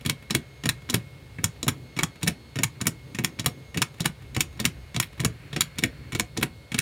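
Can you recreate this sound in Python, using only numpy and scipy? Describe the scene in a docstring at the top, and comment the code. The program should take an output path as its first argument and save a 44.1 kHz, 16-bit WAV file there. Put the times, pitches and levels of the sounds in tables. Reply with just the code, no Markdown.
"""At a table, close to a small microphone, a plastic clock escapement beats. Each swing of the balance brings
two or three contacts: the pin meets the fork, the tooth slides free, the wheel drops hard on the pallet.
Every contact is noise filtered by plastic resonances, with decaying table modes and a diffuse room echo.
Filtered noises make a soft rumble, a rustle and a hiss; wavering sines make a thin whine that comes and goes."""
import sys
import numpy as np
from scipy import signal
from scipy.fft import rfft, irfft, next_fast_len
from scipy.io import wavfile
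from scipy.ndimage import uniform_filter1d, map_coordinates

SR = 44100
rng = np.random.default_rng(int(sys.argv[2]) if len(sys.argv) > 2 else 0)


def pcm_store(signal):
    """Save signal as 16-bit PCM."""
    levels = np.round(np.clip(np.atleast_2d(signal), -1, 1) * 32767)
    wavfile.write(sys.argv[1], SR, levels.astype(np.int16).T)


N = 300321  # samples


def amp(db):
    """Decibel law: level in dB to amplitude gain."""
    return 10 ** (np.asarray(db) / 20)


def unit(x):
    """Power normalisation: scale to rms 1."""
    return x / np.sqrt(np.mean(x ** 2) + 1e-20)


def along(points, hz):
    """Logarithmic pitch scale: interpolate (f/Hz, value) points over log frequency."""
    f, v = np.transpose(points)
    return np.interp(np.log(hz + 1), np.log(f + 1), v)


def curves(rows):
    """Slow modulation: interpolate each column after t/s to one value per sample."""
    s, *columns = np.transpose(rows)
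    return [np.interp(np.arange(N) / SR, s, column) for column in columns]


def wobble(rate):
    """Band-limited fluctuation: a smooth curve through random knots, rate knots a second."""
    knots = rng.standard_normal(int(N * rate / SR) + 4)
    return map_coordinates(knots, [np.arange(N) * rate / SR])


def filtered(x, response):
    """Linear filtering: multiply the spectrum of x by a complex response of frequency."""
    n = x.shape[-1]
    m = next_fast_len(n + 8192)  # zero padding
    return irfft(rfft(x, m) * response(np.fft.rfftfreq(m, 1 / SR)), m)[..., :n]


def coloured_noise(spectrum):
    """Spectral shaping: white noise filtered to (f/Hz, level/dB) points, rms 1."""
    return unit(filtered(rng.standard_normal(N), lambda hz: amp(along(spectrum, hz))))


def background():
    """Modulated stationary noise: lumpy table rumble and judder, flickering rustle and smooth hiss."""
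    # noise spectra before scaling to rms 1: f/Hz, spectrum level/dB
    deep_spectrum = [(15, -50), (30, -13), (50, 7.5), (62, 17), (80, 4), (110, -56)]
    rumble_spectrum = [(45, -40), (75, 1), (110, 2), (135, 5.5), (165, -4), (200, -18), (280, -45)]
    judder_spectrum = [(140, -40), (190, -2.5), (260, 0.5), (340, -3), (450, -9.5), (600, -17), (800, -53)]
    rustle_spectrum = [(600, -40), (1100, -5), (1600, 0), (2500, 0), (3000, -6), (4000, -30)]
    hiss_spectrum = [(250, -36), (400, -2), (560, -6.5), (750, -9.5), (1500, -14.5), (2500, -15.5),
                     (4200, -14), (6000, -25.5), (9000, -25.5), (13500, -31.5), (16500, -38)]
    # mean level of the deep rumble: t/s, level/dB
    deep_level = [(0, -54.5), (3.9, -56), (4.3, -48), (6.2, -51), (6.8, -55)]
    # mean levels in the table: t/s, rumble level/dB, judder level/dB
    table_level = [(0, -52, -59.5), (1.2, -45.5, -58), (1.57, -49, -57), (1.82, -41.5, -47),
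                   (1.95, -56, -64), (2.5, -51.5, -57), (3.05, -44, -53.5), (3.36, -48, -55),
                   (3.6, -45.5, -51), (3.75, -52, -69), (4.2, -46, -57), (4.8, -47, -57),
                   (5.15, -49.5, -65), (5.4, -44.5, -52), (5.73, -47, -64), (6.1, -45, -52.5),
                   (6.57, -45.5, -60), (6.7, -57, -63)]
    # mean level of the rustle: t/s, level/dB
    rustle_level = [(0, -64), (1.2, -64.5), (2.4, -67), (2.8, -66), (3.7, -68), (4.3, -61.5), (5.1, -62),
                    (5.5, -56), (6.1, -56.5), (6.5, -73)]
    hiss_db = -56

    deep_db, = curves(deep_level)
    rumble_db, judder_db = curves(table_level)
    rustle_db, = curves(rustle_level)
    shake = wobble(20)  # the swinging balance shakes the table: irregular small jolts
    deep = amp(deep_db + 2.7 * wobble(5.4)) * coloured_noise(deep_spectrum)
    rumble = amp(rumble_db + 0.5 * shake) * coloured_noise(rumble_spectrum)
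    judder = amp(judder_db + 3.3 * shake) * coloured_noise(judder_spectrum)
    rustle = amp(rustle_db + 1.9 * wobble(67)) * coloured_noise(rustle_spectrum)
    hiss = amp(hiss_db + 0.32 * wobble(4)) * coloured_noise(hiss_spectrum)
    return deep + rumble + judder + rustle + hiss


def whine():
    """Harmonic series: phase-locked partials swell and fade above a fainter, wavering low tone."""
    # mean rms levels: t/s, 1st partial level/dB, 2nd partial level/dB, 3rd partial level/dB
    low_partials = [(0.24, -59, -82, -79), (0.58, -61, -75, -73), (1.2, -61, -81, -84),
                    (1.57, -65, -72, -78), (1.9, -60, -66, -75), (2.46, -62, -65, -78),
                    (2.76, -63, -70, -81), (3.2, -62, -79, -72), (3.69, -59, -79, -71),
                    (4.15, -64, -82, -81), (4.4, -65, -75, -74), (5.1, -64, -73, -78),
                    (5.42, -62, -71, -91), (5.8, -63, -63, -90), (6.1, -63, -65, -81), (6.6, -61, -69, -90)]
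    # mean peak levels: partial number, level/dB
    top_partials = [(4, -83), (5, -86), (6, -86), (7, -89)]
    whine_hz, hum_hz = 2165.5, 560  # mean frequencies

    phase = 2 * np.pi * np.cumsum(whine_hz + .8 * wobble(3)) / SR
    low = 0
    for k, db in enumerate(curves(low_partials), start=1):
        low = low + np.sqrt(2) * amp(db + 1.5 * wobble(15)) * np.sin(k * phase)
    top = sum(amp(db + 3 * wobble(3.4)) * np.sin(k * phase) for k, db in top_partials)
    hum_phase = 2 * np.pi * np.cumsum(hum_hz + 10 * wobble(25)) / SR
    hum = amp(-66.5 + 4 * wobble(13)) * np.sin(hum_phase)
    return low + top + hum


def tail(size):
    """Diffuse reverberation: noise whose frequencies decay at their own rates, at unit energy."""
    # room decay: f/Hz, t60/s
    room_decay = [(200, 0.18), (1000, 0.2), (4000, 0.15), (12000, 0.12)]
    hz, t, bins = signal.stft(rng.standard_normal(size), SR, nperseg=256)
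    decay = amp(-60 * t / along(room_decay, hz)[:, None])
    x = signal.istft(bins * decay, SR, nperseg=256)[1][:size]
    return x / np.linalg.norm(x)


def knock(modes, t):
    """Modal superposition: damped table modes, varied at each blow, build up over a moment; peak rms 1."""
    x = 0
    for hz, level, t60 in modes:
        ring = amp(level + rng.normal(0, 2) - 60 * t / t60)
        pitch = hz * rng.normal(1, 0.042)
        x = x + ring * np.sin(2 * np.pi * pitch * t + rng.uniform(0, 2 * np.pi))
    x = x * (1 - np.exp(-t / 0.0032))  # the table takes a moment to move
    return x / np.sqrt(np.max(uniform_filter1d(x ** 2, size=600)))


def click(colour_db, t60, size):
    """Resonance: a blow and its light rebounds excite plastic modes; (direct, to the walls), direct peak rms 1."""
    # modes of the plastic frame, lever and wheel, mean strengths: f/Hz, level/dB
    plastic_modes = [(1030, -5), (1280, -9), (1850, -1), (2255, 1), (2605, -6), (2870, -9), (3340, -6),
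                     (3620, -9), (3920, -4), (4600, -13), (5465, -4), (6050, -11), (6975, 0), (8380, -8),
                     (9750, -8), (10700, -12), (12000, -14), (12800, -13), (14200, -18)]
    # bare contact: f/Hz, level/dB
    bare_contact = [(450, -35), (950, -3), (2500, -7.5), (5000, -16), (10000, -14), (15000, -28)]
    loss = 0.031  # damping: half-power bandwidth over mode frequency

    t = np.arange(size) / SR
    spikes = rng.standard_normal((2, size)) * amp(3.03 * rng.standard_normal((2, size)))
    bounces = amp(3.5 * map_coordinates(rng.standard_normal(100), [t * 300]))  # 300 knots a second
    life = np.clip(t60, .02, .09)
    rise = 1 - np.exp(-t / 0.00056)
    blow = rise * spikes[0] * amp(-60 * t / (0.58 * life))
    chatter = rise * spikes[1] * bounces * amp(-7 - 60 * t / (1.9 * life))
    luck = rng.normal(0, 2, len(plastic_modes))  # new mode strengths, dB
    low, mid, treble, air = colour_db

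    def body(f, ring_db):
        """Structural damping: each soft plastic mode loses the same share per cycle."""
        modes = 0
        for (centre, db), extra in zip(plastic_modes, luck):
            damping = 1j * f * loss * centre
            modes = modes + amp(db + extra) * damping / (centre * centre - f * f + damping)
        tilt = along([(1150, low), (2200, 0), (3900, mid), (6700, treble), (11500, air)], f)
        return (amp(ring_db) * modes + amp(along(bare_contact, f))) * amp(tilt)

    direct = filtered(blow, lambda f: body(f, 0))
    direct += filtered(chatter, lambda f: body(f, -7))  # light rebounds barely ring the parts
    away = filtered(blow + chatter, lambda f: body(f, -9))  # the modes beam less toward the walls
    away *= np.linalg.norm(direct) / np.linalg.norm(away)
    return np.array([direct, away]) / np.sqrt(np.max(uniform_filter1d(direct ** 2, size=128)))


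def contacts():
    """Alternating escapement action: yield each contact's time, levels and swing-dependent tone."""
    # the pin of the balance meets the fork: t/s, click level/dB, table thud level/dB
    pins = [(0.0498, -33, -34), (0.2995, -34, -42), (0.6364, -31, -31.5), (0.89, -35, -42),
            (1.965, -34.5, -32), (1.9733, -37.5, -33.5), (2.222, -39, -47), (2.5568, -31, -29),
            (2.8049, -37, -42), (3.1472, -33, -34), (3.3878, -33.5, -38), (3.7438, -33, -37.5),
            (3.7584, -48, -28), (3.998, -35.5, -39), (4.347, -32.5, -51), (4.5932, -34, -45),
            (4.9443, -33, -35), (5.1957, -31.5, -33.5), (5.5292, -33, -34), (5.778, -40, -52),
            (6.1209, -32.5, -41), (6.128, -34, -30.5), (6.1354, -42, -42), (6.3669, -35.5, -35.5),
            (6.7181, -30, -34)]
    # the tooth slides free: t/s, click level/dB, brightness/dB, table thud level/dB, table knock level/dB
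    slides = [(0.0605, -23.5, 8, -28, -30), (0.3064, -21, 0, -29, -32), (0.6561, -22, 0, -26, -27),
              (0.8984, -23, 2, -44, -30.5), (1.3845, -35.5, -14, -30.5, -39.5), (1.629, -23.5, 0, -40, -33),
              (1.9889, -20.5, -4, -38, -30), (2.23, -24, 0.5, -25.5, -32), (2.5875, -25.5, -2.5, -29, -30),
              (2.8127, -25, 0.5, -29.5, -33), (3.1866, -25, -1.5, -28, -27.5),
              (3.3949, -25.5, 2, -31.5, -36), (3.7729, -24.5, 1.5, -27.5, -30.5),
              (4.004, -25.5, 5, -25.5, -35.5), (4.3643, -22.5, -2.5, -26.5, -28.5),
              (4.5999, -24.5, -2, -29, -35.5), (4.9626, -22, 1.5, -26, -35), (5.2014, -27, -1, -27, -37),
              (5.562, -24, 0, -28, -28.5), (5.7846, -26, -1, -33, -34), (6.1495, -25.5, 1.5, -32.5, -29.5),
              (6.3735, -25.5, -2, -36, -29.5), (6.7437, -24, 3, -28, -30)]
    # the wheel drops on the pallet, forward and back swing in turn: t/s, click level/dB,
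    # body near 1 kHz/dB, brightness/dB, table thud level/dB, table knock level/dB
    drops = [(0.0964, -16.5, -7, -5.5, -30, -35), (0.3488, -15, -5, -5, -26, -24.5),
             (0.69, -14.5, -3.5, -4, -28, -40), (0.942, -16.5, -0.5, 1, -26.5, -27.5),
             (1.4416, -14, 3, 3.5, -27, -47), (1.6804, -16.5, 0.5, -2.5, -26, -25.5),
             (2.0329, -14.5, 2.5, -3, -29, -34.5), (2.2771, -16.5, -3.5, -1.5, -33, -31.5),
             (2.6335, -14, 3.5, 1, -28, -40), (2.8687, -14, -2, 2, -26.5, -27),
             (3.2462, -14.5, 2.5, -1, -40, -42.5), (3.4599, -15, 3.5, 2, -24.5, -28),
             (3.8182, -15.5, 2, -1.5, -34.5, -54), (4.057, -15.5, 2.5, -2.5, -27, -31.5),
             (4.4062, -14, -8.5, -1.5, -39, -45), (4.652, -13.5, -1.5, -2, -29, -40),
             (4.9996, -15, 1.5, 0, -30.5, -35), (5.2474, -17, -4.5, -5.5, -24, -24.5),
             (5.6074, -12.5, -2, -1, -36, -50), (5.8366, -14, -10.5, -9.5, -35, -26.5),
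             (6.197, -15, 1, -1.5, -37, -29.5), (6.4279, -16.5, -2.5, -3, -33, -29),
             (6.7883, -15, -10, -6, -31, -46)]
    # light touches around the drop: t/s, click level/dB, table thud level/dB
    touches = [(0.092, -32, -34), (0.3437, -34, -29.5), (0.9285, -38, -33), (0.9398, -24.5, -26),
               (1.4346, -42, -31), (1.6657, -39, -29), (2.0263, -39, -30.5), (2.264, -36, -30.5),
               (2.273, -23.5, -29), (2.6216, -45, -35), (2.855, -34, -34), (2.8649, -38, -32),
               (3.2377, -32.5, -28.5), (3.4438, -38.5, -35), (3.8108, -44, -31.5), (4.0441, -34.5, -35),
               (4.0529, -30, -27), (4.396, -41, -44), (4.4008, -48, -35), (4.6435, -32, -31),
               (4.6488, -39, -31.5), (5.026, -28, -54), (5.2354, -37, -29), (5.6016, -44, -34),
               (5.8229, -40, -36.5), (5.8293, -37, -30.5), (6.1895, -39, -34.5), (6.4119, -35, -33),
               (6.4247, -31, -25.5), (6.7806, -29.5, -33.5)]
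    # faint ticks between the beats, most as the balance turns after a forward drop: t/s, click level/dB
    ticks = [(0.01, -45.5), (0.2242, -49), (0.8188, -50), (1.5607, -52), (2.157, -47.5), (2.2123, -48),
             (2.7513, -56), (3.941, -50), (3.983, -50), (4.22, -50), (4.527, -51.5), (4.5727, -51),
             (5.127, -49), (5.1773, -48), (5.756, -51)]
    # mean tones, a row for forward then back swing (ticks: one row for both):
    # near 1 kHz/dB, near 4 kHz/dB, near 7 kHz/dB, near 12 kHz/dB, nominal decay/s
    pin_tone = [(-9.5, -3, -7, -13.5, 0.054), (-4, -5, -16, -20, 0.087)]
    slide_tone = [(-7, -3.5, -6, -11, 0.041), (-3.5, 9.5, 6, -0.5, 0.035)]
    drop_tone = [(-4, 2.5, 3, 0.39, 0.025), (-2.5, 2.5, 0.5, 0.33, 0.034)]
    touch_tone = [(-10, -1, -15, -4.5, 0.061), (-2.5, -3.5, -10, -6, 0.035)]
    tick_tone = [(-2.6, -1, -11, -8, 0.055)]
    pin_knock_db, touch_knock_db = -6.5, -2.5  # table knock over thud
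    tick_thump_db = -3  # table thud and knock over click
    colour_scatter_db = 2

    rows = [(s, db, 0, 0, thud, thud + pin_knock_db, pin_tone) for s, db, thud in pins]
    rows += [(s, db, 0, 0, thud, thud + touch_knock_db, touch_tone) for s, db, thud in touches]
    rows += [(s, db, 0, *rest, slide_tone) for s, db, *rest in slides]
    rows += [(*row, drop_tone) for row in drops]
    rows += [(s, db, 0, 0, db + tick_thump_db, db + tick_thump_db, tick_tone) for s, db in ticks]
    drop_s = np.array(drops)[:, 0]
    for s, db, body_db, bright_db, thud_db, knock_db, tones in rows:
        nearest_drop = np.argmin(abs(drop_s - s))  # even: forward swing, odd: back swing
        low, *high, t60 = tones[nearest_drop % len(tones)]
        colour_db = np.r_[low + body_db, np.add(high, bright_db)]
        colour_db = colour_db + rng.normal(0, colour_scatter_db, size=4)
        yield s, db, colour_db, t60, thud_db, knock_db


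def escapement():
    """Impact excitation: every contact clicks, thumps the table and, by convolution, wakes the room."""
    # table modes, mean pitches and strengths, four thud modes then the knock modes: f/Hz, level/dB, t60/s
    table_modes = [(83, -10.5, 0.13), (114.8, -0.5, 0.13), (137.5, 4.5, 0.1), (166.5, 3.5, 0.094),
                   (209, -2.5, 0.072), (241, 2.5, 0.062), (295.4, -2.5, 0.059), (336.6, -5, 0.078),
                   (438, -4, 0.047), (548, -6.5, 0.032), (701, -10, 0.054)]
    out, size = np.zeros(N + SR), 8192
    t = np.arange(size) / SR
    for s, db, colour_db, t60, thud_db, knock_db in contacts():
        direct, away = amp(db) * click(colour_db, t60, size=size)
        thump = amp(thud_db) * knock(table_modes[:4], t) + amp(knock_db) * knock(table_modes[4:], t)
        echo = amp(-16.5) * signal.fftconvolve(away + amp(9) * thump, tail(size))[:size]
        start = round(s * SR)
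        out[start:start + size] += direct + thump
        out[start + 200:start + 200 + size] += echo  # 4.5 ms later
    return out[:N]


def scene():
    """Superposition: room, whine and clock add at one microphone."""
    return (background() + whine() + escapement())[None]


def record(dry):
    """Band limitation: the microphone drops the deep bass and a steep low-pass ends the treble."""
    top_hz = 16000
    sound = signal.sosfilt(signal.butter(3, 45, "high", fs=SR, output="sos"), dry)
    return filtered(sound, lambda hz: 1 / (1 + (hz / top_hz) ** 100))


dry = scene()
out = record(dry)
pcm_store(out)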